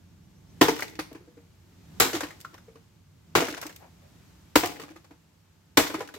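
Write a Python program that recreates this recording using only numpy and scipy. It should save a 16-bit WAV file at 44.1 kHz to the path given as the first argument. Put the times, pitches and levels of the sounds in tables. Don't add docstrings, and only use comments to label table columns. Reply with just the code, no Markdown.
import sys
import numpy as np
from scipy import signal
from scipy.fft import rfft, irfft
from scipy.io import wavfile
from scipy.ndimage import uniform_filter1d

SR = 44100
rng = np.random.default_rng(int(sys.argv[2]) if len(sys.argv) > 2 else 0)


def generate_wav(signal):
    frames = np.transpose(np.atleast_2d(signal))
    scaled = np.clip(frames, -1, 1) * 32767
    pcm = np.round(scaled).astype(np.int16)
    wavfile.write(sys.argv[1], SR, pcm)


N = 272538
EVENT_SAMPLES = 16384
T = np.arange(EVENT_SAMPLES) / SR


def gain_of(db):
    return 10 ** (np.asarray(db) / 20)


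def read(points, hz):
    f, value = np.transpose(points)
    return np.interp(np.log(hz + 1), np.log(f + 1), value)


def unit_rms(x):
    return x / np.sqrt(np.mean(x ** 2) + 1e-20)


def flutter(size, smooth):
    return unit_rms(uniform_filter1d(rng.standard_normal(size), size=smooth))


def add(mix, s, sound):
    part = mix[:, max(round(s * SR), 0):][:, :sound.shape[-1]]
    part += sound[..., :part.shape[1]]


# (frequency [Hz], coherence [0-1])
COHERENCE = [(40, 0.8), (130, 1), (300, 0.56), (600, 0.17), (1500, 0.35), (4000, 0.08), (8000, 0.17),
             (15000, 0.091)]
def stereo_noise(colour, size):
    hz = np.fft.rfftfreq(size, 1 / SR)
    a, b = rfft(rng.standard_normal((2, size)))
    coherence = np.clip(read(COHERENCE, hz), 0, 1)
    mid, side = np.sqrt((1 + coherence) / 2) * a, np.sqrt((1 - coherence) / 2) * b
    return unit_rms(irfft(np.array([mid + side, mid - side]) * gain_of(colour(hz)), size))


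def fade(t60, hold, rise):
    return (1 - np.exp(-(T / rise) ** 2)) * gain_of(-60 * np.maximum(T - hold, 0) / t60)


def burst(colour, envelope, grain_db):
    grains = gain_of(grain_db * np.clip(flutter(EVENT_SAMPLES, smooth=40), -2.5, 2.5))
    favoured = np.c_[np.geomspace(400, 16000, num=40), 2.2 * rng.standard_normal(40)]
    sound = stereo_noise(lambda hz: colour(hz) + read(favoured, hz), EVENT_SAMPLES) * grains * envelope
    return sound * np.linalg.norm(envelope) / np.sqrt((sound ** 2).sum() / 2)


def ring(modes, scatter_db, rise, pitch=1, decay=1):
    hz, db, t60 = np.transpose(np.multiply(modes, [pitch, 1, decay]))[:, :, None]
    detune, strength = rng.standard_normal((2, len(modes), 1))
    size = gain_of(db + scatter_db * strength) * (-1) ** np.arange(len(modes))[:, None]
    waves = size * gain_of(-60 * T / t60) * np.sin(2 * np.pi * hz * (1 + .005 * detune) * T)
    return waves.sum(0) / np.linalg.norm(size) * (1 - np.exp(-T / rise))


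def with_panel(colour, centre_hz, lift_db, width):
    return lambda hz: read(colour, hz) + lift_db / (1 + ((hz / centre_hz - 1) / width) ** 2)


# (frequency [Hz], level [dB])
AIR = [(25, -21.5), (50, -9), (95, 1), (125, -7.5), (165, -2), (230, -11), (330, -14), (480, -23),
       (900, -28), (1800, -31.5), (7000, -35.5), (10000, -43.5), (13000, -39.5), (16000, -47)]
# (time [s], rumble level [dB], relative hiss level [dB])
AMBIENCE_DRIFT = [(0.199, -55.5, -70), (1.6, -58, -69), (2.4, -55, -64.5), (3.048, -60, -71.5),
                  (4.251, -55.5, -65), (5.35, -64, -71)]
def ambience():
    s, *levels = np.transpose(AMBIENCE_DRIFT)
    rumble_db, hiss_db = (np.interp(np.arange(N) / SR, s, level) for level in levels)
    rumble = stereo_noise(lambda hz: read(AIR, hz) - 10 * np.log10(1 + (hz / 450) ** 4), N)
    hiss = stereo_noise(lambda hz: read(AIR, hz) - 10 * np.log10(1 + (600 / (hz + 1)) ** 4), N)
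    return gain_of(rumble_db) * rumble + gain_of(hiss_db + 3.5) * hiss


# (frequency [Hz], level [dB])
HUM_TONES = [(96, -68), (160, -67), (886, -81.5)]
def hum():
    t, out = np.arange(N) / SR, np.zeros(N)
    knots = np.linspace(0, t[-1], num=40)
    for hz, db in HUM_TONES:
        drift, swell = (np.interp(t, knots, v) for v in rng.standard_normal((2, len(knots))))
        out += gain_of(db + 2 * swell) * np.sin(2 * np.pi * np.cumsum(hz + 2 * drift) / SR)
    return out


def bird():
    start_s, every_s, chirp_s = .067, .129, .098
    from_hz, to_hz = 4900, 6900
    out, size = np.zeros((2, N)), round(chirp_s * SR)
    for k in range(5):
        hz = np.linspace(from_hz, to_hz, size) * (1 + .028 * flutter(size, smooth=60))
        chirp = np.hanning(size) * np.sin(2 * np.pi * np.cumsum(hz) / SR)
        add(out, start_s + k * every_s, gain_of(-76.5 + 2.9 * k) * chirp)
    return out


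# (impact time [s], clack [dB], boom [dB], crack [dB], swing [dB], ground thump [dB],
# struck panel pitch [Hz], body pitch [Hz], crushing time [s], clack t60 [s])
STROKES = [(0.612, -14, -4.5, -20.5, -50, -21, 1054, 310.8, 0.0071, 0.17),
           (2.0, -17, -21.5, -15.5, -47, -26, 1096, 373, 0.0056, 0.24),
           (3.352, -18, -18.5, -25.5, -55.5, -26, 962, 340, 0.015, 0.22),
           (4.556, -14.5, -7, -18, -59.5, -26.5, 1042, 307.3, 0.0053, .1),
           (5.772, -14, -8, -18, -63.5, -28.5, 680, 290.7, 0.0061, 0.15)]
def swings():
    out, growth_s = np.zeros((2, N)), .16
    for s, _, _, _, swing_db, *_ in STROKES:
        rush = stereo_noise(lambda hz: read(AIR, hz), EVENT_SAMPLES) * np.exp((T - T[-1]) / growth_s)
        add(out, s - T[-1], gain_of(swing_db) * rush)
    return out


# (frequency [Hz], level [dB])
CLACK = [(100, -38), (250, 0), (450, 3.5), (700, -1.5), (1100, -3), (1700, -2.5), (2400, -7), (3500, -10),
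         (6000, -16.5), (16000, -47)]
CRACK = [(500, -28.5), (2000, -1.5), (3500, -3), (6300, -1.5), (8300, -3), (9700, -11.5), (12000, -3),
         (15500, -7)]
# (frequency [Hz], level [dB], t60 [s])
HOUSING_MODES = [(850, -5, 0.91), (960, 2.5, 0.36), (1050, -10.5, 0.083), (1400, -7, 0.085),
                 (1660, -9, 0.36), (2077, -15.5, 0.43), (2250, -5.5, 0.23), (2796, 1.5, 0.097),
                 (3770, -9, 0.14), (3950, -7.5, 0.35), (4600, -12, .2), (5800, -7.5, 0.65)]
GROUND_MODES = [(55, -4, 0.16), (91, -3.5, 0.22), (113, 4.5, 0.095), (160, -3, 0.36)]
# (frequency [ratio], level [dB], t60 [ratio])
PIECE_MODES = [(.8, -6, .7), (.92, -3, .8), (1.0, 0, .8), (1.11, -3, .8), (1.25, -9, .6), (1.5, -15, .5)]
BODY_MODES = [(.86, -9.5, 0.93), (1.0, 7.5, 0.79), (1.14, -1.5, .9), (1.39, -6.5, 0.89), (1.62, -9, 1),
              (1.83, -12.5, 1), (2.28, -12, 0.91)]
def blows():
    out = np.zeros((2, N))
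    fracture = lambda hz: read(CRACK, hz)
    for s, clack_db, boom_db, crack_db, _, thump_db, panel_hz, body_hz, crush_s, t60 in STROKES:
        shell = with_panel(CLACK, panel_hz, lift_db=.5, width=.058)
        bite = burst(shell, fade(t60=.038, hold=.0043, rise=.0011), grain_db=2.5)
        snap = burst(fracture, fade(t60=.022, hold=.003, rise=.0016), grain_db=4)
        add(out, s, gain_of(clack_db + .9) * bite)
        add(out, s - .0015, gain_of(crack_db + 1.6) * snap)
        buckle = burst(shell, fade(t60, hold=crush_s, rise=.00042), grain_db=3.5)
        tear = burst(fracture, fade(t60=.16, hold=crush_s, rise=.0019), grain_db=2)
        housing = ring(HOUSING_MODES, scatter_db=-.5, rise=.00066)
        panel = ring(PIECE_MODES, scatter_db=-.5, rise=.00069, pitch=panel_hz, decay=.12)
        boom = ring(BODY_MODES, scatter_db=1, rise=.004, pitch=body_hz, decay=.115)
        thump = ring(GROUND_MODES, scatter_db=3.5, rise=.0043)
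        clack = buckle + gain_of(-17) * housing + gain_of(-3) * panel
        add(out, s, gain_of(clack_db) * clack + gain_of(crack_db) * tear)
        add(out, s, gain_of(boom_db) * boom + gain_of(thump_db) * thump)
    return out


# (frequency [Hz], level [dB])
RATTLE = [(100, -35.5), (300, -15), (500, 3.5), (900, 1), (1500, -0.5), (2300, -2.5), (3500, -16.5),
          (6000, -18), (16000, -33)]
TICK = [(500, -26.5), (2000, 1.5), (3500, 1), (6300, -2), (8300, -6), (9700, -13), (12000, -6),
        (15500, -12.5)]
CLICK_ENVELOPE = fade(t60=.035, hold=.0004, rise=.00022)
def crumbs():
    out = np.zeros((2, N))
    wait_s, span_s, fall_db_per_s, spread_db = .03, .35, 58.5, 12.5
    for s, *_ in STROKES:
        for delay, weakness, bulk in rng.random(size=(22, 3)):
            late_s = wait_s + span_s * delay
            colour = lambda hz: bulk * read(RATTLE, hz) + (1 - bulk) * read(TICK, hz)
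            db = -24.5 - fall_db_per_s * late_s - spread_db * weakness
            add(out, s + late_s, gain_of(db) * burst(colour, CLICK_ENVELOPE, grain_db=-1.5))
    return out


# (time [s], level [dB], hardness [0 flat side, 1 edge], body pitch [Hz])
KNOCKS = [(0.6816, -16.5, .66, 390), (0.686, -16.5, .35, 281.6), (0.721, -27, 0, 297),
          (0.9894, -24, .68, 311.5), (1.111, -38.5, 0.12, 276.5), (1.147, -36.5, .33, 283.4),
          (1.205, -47.5, .05, 310), (1.275, -46.5, .05, 300), (1.37, -43, .02, 292.6),
          (2.051, -25, 0, 306.5), (2.13, -31.5, 0.98, 443), (2.139, -22.5, 0.1, 337),
          (2.148, -30, 0.92, 349), (2.163, -26, .5, 304), (2.23, -26.5, 0.4, 296), (2.531, -47.5, 0.5, 320),
          (2.68, -43, 0, 452), (2.755, -45.5, 0.5, 281.5), (3.403, -22.5, 0.77, 340),
          (3.418, -19.5, 0.33, 296), (3.4811, -29, 0.75, 265), (3.492, -32.5, 0, 298), (3.522, -34, 0, 290),
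          (3.653, -32, 0.4, 306), (4.633, -18.5, 0.5, 312.6), (4.642, -25, 0.6, 344),
          (4.688, -33.5, 0.5, 287), (4.7966, -36, 0.65, 322), (4.833, -36, 0.5, 292),
          (4.905, -39.5, 0.03, 322), (4.959, -42, 0.6, 334), (5.107, -42.5, 0.34, 293),
          (5.842, -27, 0.35, 300), (5.897, -28.5, 0.5, 301), (5.941, -22.5, 0.33, 281.5),
          (5.982, -33, .1, 394), (6.004, -27, 0.54, 439), (6.139, -41.5, 0.94, 296),
          (6.161, -39.5, 0.38, 424)]
def knocks():
    out = np.zeros((2, N))
    for s, db, hardness, body_hz in KNOCKS:
        by_contact = lambda flat, edge: np.interp(hardness, [0, 1], [flat, edge])
        shell = with_panel(RATTLE, by_contact(596, 1620), lift_db=5.5, width=.12)
        clack = burst(shell, fade(t60=by_contact(.19, .045), hold=.00077, rise=.0018), grain_db=1.5)
        tick = burst(lambda hz: read(TICK, hz), fade(t60=.13, hold=.0014, rise=.0011), grain_db=3.5)
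        boom = ring(BODY_MODES, scatter_db=7, rise=.00079, pitch=body_hz, decay=by_contact(.17, .1))
        thud = gain_of(-18.5) * ring(GROUND_MODES, scatter_db=1.5, rise=.004)
        contact = gain_of(by_contact(-16, 3)) * clack + gain_of(by_contact(-33, 1.5)) * tick
        add(out, s, gain_of(db) * (contact + boom + thud))
    return out


# (time [s], level [dB])
SNAPS = [(0.7572, -42), (0.8056, -32), (0.897, -47), (1.129, -48.5), (2.4027, -44), (2.4115, -41.5),
         (3.6145, -31.5), (3.6659, -34), (3.7612, -40), (4.6585, -26.5)]
def splinters():
    out = np.zeros((2, N))
    for s, db in SNAPS:
        add(out, s, gain_of(db) * burst(lambda hz: read(CRACK, hz), CLICK_ENVELOPE, grain_db=0))
    return out


# (time [s], clack level [dB], ring level [dB], pitch [Hz])
SHARDS = [(0.7924, -37, -28.5, 1496), (0.8215, -29, -26.5, 1970), (2.2065, -29, -55, 1550),
          (2.2318, -34.5, -40, 2120), (2.3055, -46, -41.5, 1850), (2.4472, -46, -29, 1346),
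          (2.5413, -47, -53, 929), (2.5785, -53.5, -49, 1555), (3.5394, -44, -33, 1760),
          (3.5681, -41.5, -46, 1440), (3.5759, -38, -43, 1020), (3.6257, -35, -42, 1316),
          (3.6933, -45, -63, 1560), (5.0438, -55, -56, 867), (5.9409, -36.5, -25.5, 1120),
          (6.0875, -48, -39, 1514)]
def shards():
    out = np.zeros((2, N))
    for s, clack_db, ring_db, piece_hz in SHARDS:
        piece = with_panel(RATTLE, piece_hz, lift_db=4.5, width=.14)
        clack = burst(piece, fade(t60=.065, hold=.0047, rise=.0014), grain_db=2)
        tick = burst(lambda hz: read(TICK, hz), fade(t60=.08, hold=.0013, rise=.0005), grain_db=4)
        clink = ring(PIECE_MODES, scatter_db=3, rise=.0004, pitch=piece_hz, decay=.066)
        add(out, s, gain_of(clack_db) * (clack + gain_of(-3) * tick) + gain_of(ring_db) * clink)
    return out


# (time [s], length [s], pitch [Hz], level [dB])
SCUFFS = [(3.774, .13, 771, -53), (3.991, 0.12, 597, -61.5)]
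def scuffs():
    out = np.zeros((2, N))
    for s, length_s, slide_hz, db in SCUFFS:
        size = round(length_s * SR)
        colour = with_panel(RATTLE, slide_hz, lift_db=13, width=.25)
        add(out, s, gain_of(db) * np.hanning(size) * stereo_noise(colour, size))
    return out


# (frequency [Hz], t60 [s])
YARD_DECAY = [(100, 0.94), (300, 1), (1000, 0.33), (3000, 0.51), (7000, 0.39), (15000, .45)]
# (frequency [Hz], level [dB])
YARD_COLOUR = [(100, -10.5), (300, -18), (800, -10.5), (2000, -11.5), (5000, -7.5), (15000, -9.5)]
def yard(x):
    hz, t, bands = signal.stft(rng.standard_normal((2, SR)), SR, nperseg=256)
    t60 = read(YARD_DECAY, hz)[:, None]
    bands = bands * gain_of(read(YARD_COLOUR, hz)[:, None] - 60 * t / t60)
    bands *= np.sqrt(np.log(10 ** 6) / (t60 * SR))
    onset = 1 - np.exp(-(np.arange(SR) / SR / .004) ** 2)
    tail = signal.istft(bands, SR, nperseg=256)[1][:, :SR] * onset
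    return signal.fftconvolve(x, tail, axes=1)[:, :N]


# (frequency [Hz], left minus right [dB])
BALANCE = [(60, -1), (250, -2), (500, 2), (1000, 2), (2000, 1.1), (4000, 0.36), (8000, -0.8), (14000, 1.55)]
def scene():
    near = blows() + crumbs() + knocks() + splinters() + shards() + scuffs()
    hz, right_lag_s = np.fft.rfftfreq(N, 1 / SR), 4.5e-5
    arrival = np.exp(-2j * np.pi * np.outer([0, right_lag_s], hz))
    direct = rfft(near + bird()) * arrival
    diffuse = rfft(yard(near) + swings() + ambience() + hum())
    return irfft((direct + diffuse) * gain_of(np.outer([.5, -.5], read(BALANCE, hz))), N)


def record(dry):
    low_cut_hz, high_cut_hz = 43, 16000
    thinned = signal.sosfilt(signal.butter(4, low_cut_hz, "highpass", fs=SR, output="sos"), dry)
    rounded = thinned / (1 + thinned ** 6) ** (1 / 6)
    lowpass = signal.firwin(255, high_cut_hz, window=("kaiser", 8), fs=SR)
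    return signal.oaconvolve(rounded, lowpass[None], "same")


dry = scene()
out = record(dry)
generate_wav(out)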